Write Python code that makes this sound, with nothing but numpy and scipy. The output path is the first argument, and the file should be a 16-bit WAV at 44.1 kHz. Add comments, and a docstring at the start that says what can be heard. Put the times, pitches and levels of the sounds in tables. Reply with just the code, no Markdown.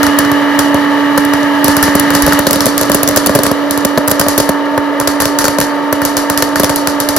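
"""A hot-air popcorn maker runs on a stone counter in a hard kitchen. From the start the fan motor hums
and whines, and turbulent air roars through the chamber. Kernels burst throughout: each hull tears with
a crack, the pressure step rings the chamber, a low thump follows, and room and metal wall ring on.
The two-port microphone overloads on the loud pops. It takes a dull knock at 2.24 s and stands at a new
place after 2.4 s, where the hum is weaker and the roar has another colour."""
import sys
import numpy as np
from scipy import signal
from scipy.fft import rfft, irfft, next_fast_len
from scipy.io import wavfile

SR = 44100
rng = np.random.default_rng(int(sys.argv[2]) if len(sys.argv) > 2 else 0)


def output_pcm(signal):
    """Save a mono or channel-first signal as 16-bit PCM at the path in sys.argv[1].

    Samples are clipped to [-1, 1] before scaling.
    """
    pcm = np.clip(np.atleast_2d(signal).T, -1, 1) * 32767
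    wavfile.write(sys.argv[1], SR, np.round(pcm).astype(np.int16))


N = 316638
MOVE_S = 2.405   # the microphone changes place

# Bursting kernels. Each row: start in seconds, crack level in dB, crack centre in Hz,
# chamber ring level in dB, ring tilt in dB per octave, room level in dB.
BURSTS = [(0.0306, 1, 4350, -11, 13, -16), (0.0662, -6.5, 4430, -15, 14, -27),
          (0.0729, -16, 5000, -18, 3, -32), (0.187, 4, 11100, -1.5, 4, -17.5),
          (0.249, -14, 4050, -17, 7, -30), (0.3152, -9, 12400, -6, -1.5, -25),
          (0.5905, 4, 7100, -7.5, 7, -14), (0.7438, -12.5, 10400, -4, -4.5, -28),
          (1.1761, -5, 11200, -3, 6.5, -25), (1.1809, -8, 4850, -8, 7, -24),
          (1.2506, -6.5, 11300, -23, -2, -30), (1.3351, -9, 4860, -10, 8.5, -23),
          (1.431, -17, 4650, -27, 3, -30), (1.6431, 4, 11200, -8.5, -6.5, -14),
          (1.6809, 1, 10100, -4, 4, -19), (1.692, -17, 4730, -15, -3, -16.5),
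          (1.7668, 1, 11000, -7, 6, -18), (1.827, 7, 10300, -8, 13.5, -10.5),
          (1.8374, -4, 10700, -15, -2, -30), (1.8787, -22, 4350, -5, 2, -30),
          (1.952, -1, 10600, 0, -5, -19), (1.9968, 7, 10400, -11, -6, -19),
          (2.1042, -3, 11200, -11, 9, -22), (2.136, -19, 6340, -13, -5, -20), (2.15, 1, 6580, -6, 5, -13),
          (2.2218, 3, 11300, -26, -6, -16.5), (2.264, -2, 11300, -7, 4, -18),
          (2.2777, -15, 6210, -3, -1, -18), (2.3229, -8, 4120, -12.5, 15, -18),
          (2.332, -3, 11400, -20, 10, -24), (2.39, -3, 12100, -3, 7, -22), (2.4678, -0.5, 4320, 3, 1, -16),
          (2.508, 2, 9680, -6, -3, -21), (2.5304, 7, 10100, -12, 0, -14.5), (2.558, -6, 4010, -11, -3, -24),
          (2.606, 3, 4130, -11, 7, -15.5), (2.6568, 8, 11400, -15, -9, -24),
          (2.6646, -6, 5090, -2, -3.5, -14.5), (2.7788, 7, 10700, -19, -4, -16),
          (2.812, 3, 11400, -9, 0, -16), (2.8324, -10, 4360, -19, 6, -33), (2.8973, -8, 11800, 1.5, 1, -30),
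          (2.9174, 3, 4270, -10, 0, -16), (2.9454, 3.5, 10000, 2.5, -0.5, -15.5),
          (3.031, 1, 10600, -6, -1, -21), (3.076, 3, 6250, -16, -8, -16), (3.0875, -2, 9900, -6, -2, -25),
          (3.1105, -16, 4650, -16, 6, -30), (3.1606, 3, 14000, -9, 9, -12), (3.171, 2, 6270, 3.5, 0, -25),
          (3.261, 3, 10600, -7, 2, -25), (3.2661, -8, 5150, -12, 0, -24), (3.27, 6, 9600, -15, -9, -22),
          (3.2935, -15, 10100, 0, -1, -20), (3.3502, 0, 10930, 0, -2, -18), (3.357, -5, 11100, 3, -2, -30),
          (3.3887, -7.5, 4400, -2, -3, -25), (3.434, 4, 12200, -10, 0, -15.5),
          (3.4527, -16, 12100, -11, 5, -22), (3.4647, -6, 4010, -6, -1, -28),
          (3.5138, -10.5, 6860, -2, -3.5, -34), (3.709, 1, 11200, -22, -11, -17.5),
          (3.7756, -5, 10100, -9.5, -1, -23), (3.849, 1.5, 6330, -2, -2.5, -21),
          (3.9754, -11, 4000, 3, -1.5, -28), (3.9808, -14, 11200, -3, -2, -31),
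          (4.0771, -3, 10000, -11, 1, -23), (4.0814, 2, 10900, -13.5, 9, -23),
          (4.097, -10, 11800, -21, -8, -27), (4.1047, -9, 12000, -22, -1, -23),
          (4.1131, 3.5, 10500, -2, 3, -21), (4.1954, 4, 9700, -2, 0, -14.5),
          (4.2123, -4.5, 5050, -6, 5, -25), (4.2643, -20, 4660, -7.5, -2.5, -28),
          (4.284, 3, 10900, -11, 2, -13), (4.3778, 2.5, 12200, 1, -2, -14),
          (4.4001, -4, 4680, -1, 0.5, -16), (4.491, -6, 11600, 2, -1, -26),
          (4.777, -14.5, 12000, -3, 4.5, -34), (5, -2, 10400, -12, 4, -21.5),
          (5.0116, -15, 4150, -11, 3, -33), (5.074, -1.5, 4600, -4, 2.5, -15),
          (5.202, -2, 10400, -11, 9, -12), (5.22, -2, 12100, -11, 8.5, -19),
          (5.2549, -1.5, 5260, -8, 3, -17.5), (5.3873, 3, 4420, -12.5, 9.5, -11.5),
          (5.442, -5, 6540, -5.5, 2.5, -15), (5.453, -1, 7400, -13, 13, -18),
          (5.481, -2.5, 5600, -5, 4, -21), (5.5847, -7, 6240, -2, 1, -22), (5.602, 1, 11500, -16, 4, -20),
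          (5.6128, -5, 4680, -9, 8, -17), (5.9263, -4.5, 12400, -1.5, 2.5, -23),
          (6.0173, -11, 12000, -8.5, 7, -24), (6.0508, 4, 10700, -17, 6, -14.5),
          (6.1683, 1, 6960, -12, 5, -13.5), (6.2989, -1.5, 9900, -5.5, 6, -18),
          (6.3753, 4, 9700, -22, 12, -15), (6.423, 1, 4570, -4, 7.5, -16.5),
          (6.5575, -2, 4620, -10.5, 12, -16.5), (6.5972, -1.5, 9680, 1.5, -0.5, -19),
          (6.6332, -3.5, 4680, -3, -1, -20), (6.6437, 0, 6000, -10, 8, -18),
          (6.6945, -6.5, 6180, -10.5, 8, -19), (6.6993, -6, 4520, -13, 4.5, -23),
          (6.7595, 1, 12200, -22, 0, -16.5), (6.872, 0, 4630, -9.5, 7, -16.5),
          (7.0017, 1, 10900, -20, -6, -16.5), (7.0882, 1, 4190, -11, 2, -15.5),
          (7.164, 1.5, 11700, -12, 4, -11)]
# The fan as heard. Each row: time in seconds, then the levels of whine, roar and hiss in dB.
FAN_LEVELS = [(0, -24.5, -15.5, -29.5), (1.2, -25.5, -17.5, -32), (2.39, -26, -16, -28),
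              (2.42, -32, -17, -29.5), (3.0, -38, -16.5, -31), (3.5, -32.5, -17, -33),
              (4.6, -24.5, -17.5, -37.5), (5.8, -26, -17.5, -36.5), (7.18, -25.5, -18, -35.5)]


def hull_cracks():
    """Fracture: a hull tears in a few ms of bright noise, which the room answers; two noise draws."""
    t = np.arange(900) / SR
    direct, room_energy = np.zeros((2, N)), np.zeros(N)
    for start, crack_db, hz, ring_db, _, room_db in BURSTS:
        white = rng.standard_normal((2, len(t)))
        tear_ms = max(5.2 + .29 * ring_db + .51 * rng.standard_normal(), 2)   # deeper bursts tear longer
        envelope = np.minimum(t / .00048, 1) * np.exp(-(1000 * t / tear_ms) ** 2)
        crack = resonance(white, hz, width=14000) + .5 * resonance(white, hz, width=1100)
        add(direct, start, from_db(crack_db) * rms_one(crack) * envelope)
        add(room_energy, start, from_db([room_db]) ** 2)
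    return direct + reverberation(room_energy)


def chamber_ring():
    """Free vibration: each pressure step rings the chamber's modes, each with a strength of its own."""
    # Each row: mode frequency in Hz, width of one filter stage in Hz, relative level in dB.
    modes = [(243, 178, -4), (423, 113, -7.5), (548, 258, 5), (859, 534, 3.5), (1403, 350, -4),
             (1800, 67, -24)]
    _, _, _, ring_db, tilt_db, _ = np.transpose(BURSTS)
    polarity = rng.choice([-1, 1], len(BURSTS))
    click, ring = signal.unit_impulse(3000), np.zeros(N)
    for hz, width, mode_db in modes:
        level_db = ring_db + mode_db + tilt_db * np.log2(hz / 600) + rng.normal(0, .54, len(BURSTS))
        response = resonance(resonance(click, hz, width), hz, width)
        ring += at_each_burst(polarity * from_db(level_db), response, lag_s=.000937)
    return ring


def low_thumps():
    """Impulse response of a low band: a thump ends each burst, growing with its ring; left and right."""
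    start, _, _, ring_db, _, _ = np.transpose(BURSTS)
    polarity, level_chance, balance_chance = rng.standard_normal((3, len(BURSTS)))
    response = butterworth(signal.unit_impulse(3000), 3, [66, 200], "band")
    level_db = np.where(start > MOVE_S, -13.5, -10.5) + .44 * ring_db + 1.5 * level_chance
    sides = panned(np.sign(polarity) * from_db(level_db), balance_db=2 * balance_chance)
    return np.array([at_each_burst(side, response, lag_s=.00532) for side in sides])


def reverberation(energy):
    """Diffuse field: reflections build up and decay, the treble sooner, the wall modes later."""
    # Colour of the room's answer. Each row: frequency in Hz, relative spectral level in dB.
    room_spectrum = [(100, 7.5), (1500, 10.5), (2600, -2.5), (4500, 7.5), (7000, 5.5), (11000, 7.5),
                     (16000, -8)]
    # Modes of the metal chamber wall. Each row: frequency in Hz, width in Hz, gain in dB.
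    wall_modes = [(4490, 25, 0.5), (4600, 37, -10), (5600, 50, -13)]
    t, build_s = np.arange(SR) / SR, .00067
    noise = rms_one(coloured(rng.standard_normal((2, N)), room_spectrum))
    treble = butterworth(noise, 2, 7000, "high")
    wall = sum(from_db(db) * resonance(noise, hz, width) for hz, width, db in wall_modes)
    field = np.zeros((2, N))
    for part, t60_s in ((noise - treble, .32), (treble, .2), (wall, 1)):
        envelope = (1 - np.exp(-t / build_s)) * from_db(-60 * t / t60_s)
        stored_energy = signal.fftconvolve(energy, envelope ** 2)[:N]   # incoherent tails add in energy
        field += part * np.sqrt(np.abs(stored_energy))
    return field * from_db(1.2 * drift(90))


def rushing_air():
    """Forced resonance: turbulence drives the chamber's modes over a broad hiss; two noise draws."""
    # Each row: frequency in Hz, nominal width in Hz, relative level in dB before and after the move.
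    air_modes = [(435, 312, -5.5, -3), (587, 111, 1, 2), (893, 164, -2.5, -5), (1217, 252, -0.5, -2.5),
                 (1673, 168, 0, -4.5), (1843, 236, -2, -8.5), (2310, 150, -32, -46), (2923, 112, -5.5, -12),
                 (3040, 285, -13, -18), (3850, 270, -19.5, -22.5), (4700, 200, -25, -28),
                 (5530, 60, -36, -49)]
    # Each row: frequency in Hz, relative spectral level in dB.
    hiss_spectrum = [(30, -10), (60, -5), (110, 12.5), (250, 17), (2000, -3), (2600, -2), (3700, 5),
                     (5300, -1.5), (8000, -7), (12000, -6), (16000, -25)]
    _, roar_db, hiss_db = time_curves(FAN_LEVELS)
    white, roar = rng.standard_normal((3, 2, N)), np.zeros((2, N))
    moved = np.arange(N) / SR > MOVE_S
    for k, (hz, width, before_db, after_db) in enumerate(air_modes):
        band = resonance(resonance(white[k % 2], hz, 1.29 * width), hz, 1.29 * width)
        roar += from_db(np.where(moved, after_db, before_db) + .7 * drift(10)) * band
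    hiss = coloured(white[2], hiss_spectrum)
    hiss /= np.std(butterworth(hiss, 4, 3000, "high"))   # the hiss level refers to the treble
    return from_db(roar_db) * rms_one(roar) + from_db(hiss_db + drift(33)) * hiss


def motor_hum():
    """Periodic excitation: the motor sounds wavering orders of its shaft speed; left and right."""
    # Each row: time in seconds, shaft speed in turns per second.
    shaft_speed = [(0, 287.0), (2.4, 287.1), (4.6, 287.5), (7.18, 287.9)]
    # The fundamental. Each row: time in seconds, level in dB, left minus right in dB.
    hum_levels = [(0, -12.5, -6.5), (2.39, -13, -6.2), (2.42, -17, -9.5), (3.8, -17.5, -10), (4.6, -18, -9),
                  (7.18, -18.5, -9)]
    # Each row: multiple of shaft speed, level in dB relative to the fundamental, left minus right in dB.
    overtones = [(1.5, -21.5, 10.5), (2, -19, 6), (3, -15.5, -13), (4, -17, -4), (7, -27, -4),
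                 (8, -26.5, 1), (9, -49, -1), (14, -48, 9)]
    (shaft_hz,) = time_curves(shaft_speed)
    hum_db, hum_balance_db = time_curves(hum_levels)
    angle = 2 * np.pi * np.cumsum(shaft_hz + .15 * drift(3)) / SR
    lead_rad = np.array([[0], [.46]])   # the right side leads
    waver = from_db(.5 * drift(12) + .5 * drift(27))
    hum = panned(waver * np.sin(angle + lead_rad), hum_balance_db)
    for order, db, balance_db in overtones:
        hum += panned(from_db(db + 1.3 * drift(2.7)) * np.sin(order * angle + order), balance_db)
    return np.sqrt(2) * from_db(hum_db) * hum


def motor_whine():
    """Slight amplitude and phase modulation makes two steady tones waver; left and right."""
    # Each row: frequency in Hz, relative level in dB, left minus right in dB.
    partials = [(905, 0, 4), (1809, -10, 0)]
    whine_db, _, _ = time_curves(FAN_LEVELS)
    t, whine = np.arange(N) / SR, np.zeros((2, N))
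    for hz, db, balance_db in partials:
        tone = np.sin(2 * np.pi * hz * t + .4 * drift(2))
        whine += panned(from_db(db + 1.5 * drift(4)) * tone, balance_db)
    return np.sqrt(2) * from_db(whine_db) * whine


def microphone_knock(centre_s=2.243, level_db=-11, hz=55):
    """Structure-borne sound: one dull knock passes through the microphone body."""
    t = np.arange(N) / SR - centre_s
    return from_db(level_db) * np.sin(2 * np.pi * hz * t) * np.exp(-(t / .011) ** 2)


def microphone_ports(draws):
    """Partial coherence: the ports get the first draw alike and the second with opposite signs."""
    # Each row: frequency in Hz, right's lead in radians, likeness from 0 to 1, left minus right in dB.
    port_response = [(20, 0, .92, 0), (220, 0, .94, -1), (600, -.2, .88, 2), (1250, 0, .85, 1.5),
                     (1450, -1.6, .4, -2), (1750, -.15, .95, 0), (2500, -.4, .6, 2), (3500, -1.8, .4, 1),
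                     (4000, -.6, .35, 4), (5000, 0, .45, 3), (7000, 1.9, .7, 1), (8500, 3.14, .95, 0),
                     (12000, 6.28, .93, 0), (16000, 9.8, .8, 0)]
    size = next_fast_len(N + 2000)
    hz, *columns = np.transpose(port_response)
    lead, likeness, balance_db = [np.interp(np.fft.rfftfreq(size, 1 / SR), hz, c) for c in columns]
    common, opposed = rfft(draws, size) * np.sqrt([(1 + likeness) / 2, (1 - likeness) / 2])
    left = (common + opposed) * from_db(balance_db / 2)
    right = (common - opposed) * from_db(-balance_db / 2) * np.exp(1j * lead)
    return irfft(np.array([left, right]), size)[:, :N]


def at_each_burst(strengths, response, lag_s):
    """Convolution: one impulse per burst excites a response scaled to peak 1."""
    clicks = np.zeros(N)
    clicks[[round((row[0] + lag_s) * SR) for row in BURSTS]] = strengths
    return signal.fftconvolve(clicks, response / np.abs(response).max())[:N]


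def resonance(x, hz, width):
    """A damped two-pole resonator with peak gain 1 and a width in Hz."""
    r = np.exp(-np.pi * width / SR)
    feedback = [1, -2 * r * np.cos(2 * np.pi * hz / SR), r * r]
    return signal.lfilter(np.array([1, 0, -1]) * (1 - r * r) / 2, feedback, x)


def butterworth(x, order, hz, kind):
    """A filter with a maximally flat passband."""
    return signal.sosfilt(signal.butter(order, hz, kind, fs=SR, output="sos"), x)


def coloured(x, spectrum):
    """Spectral shaping by levels joined on a log-frequency axis."""
    hz, level_db = np.transpose(spectrum)
    bins = np.fft.rfftfreq(x.shape[-1], 1 / SR) + 1
    gain = from_db(np.interp(np.log(bins), np.log(hz), level_db))
    return irfft(rfft(x) * gain, x.shape[-1])


def drift(corner_hz):
    """Random fluctuation: low-passed noise of rms 1, drawn at every 40th sample."""
    r = np.exp(-2 * np.pi * corner_hz * 40 / SR)
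    slow = signal.lfilter([1], [1, -2 * r, r * r], rng.standard_normal(N // 40 + 2002))[2000:]
    return np.interp(np.arange(N) / 40, np.arange(len(slow)), rms_one(slow))


def time_curves(rows):
    """Linear interpolation of each later column over the times in the first."""
    times, *columns = np.transpose(rows)
    return [np.interp(np.arange(N) / SR, times, c) for c in columns]


def panned(x, balance_db):
    """Level difference: left exceeds right by balance_db."""
    half = from_db(np.reshape(balance_db, (1, -1)) / 2)
    return x * np.concatenate([half, 1 / half])


def add(track, start_s, piece):
    """Superposes a piece on the track."""
    i = round(start_s * SR)
    track[..., i:i + piece.shape[-1]] += piece[..., :N - i]


def from_db(db):
    """Decibels to amplitude ratio."""
    return 10 ** (np.asarray(db) / 20)


def rms_one(x):
    """Normalises to rms 1."""
    return x / np.sqrt(np.mean(x ** 2) + 1e-20)


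def scene():
    """Superposition: pops and air pass the two ports; motor and lows keep a balance of their own."""
    ring = chamber_ring() * [[1], [.3]]   # mostly common to both ports
    airborne = hull_cracks() + ring + rushing_air()
    return microphone_ports(airborne) + low_thumps() + motor_hum() + motor_whine() + microphone_knock()


def record(dry):
    """Overload: the input clips hard near full scale, then a steep low-pass cuts the top."""
    clipped = np.clip(dry, -.98, .98)
    cutoff_hz = 15830
    return signal.sosfilt(signal.ellip(10, .3, 80, cutoff_hz, fs=SR, output="sos"), clipped)


dry = scene()
out = record(dry)
output_pcm(out)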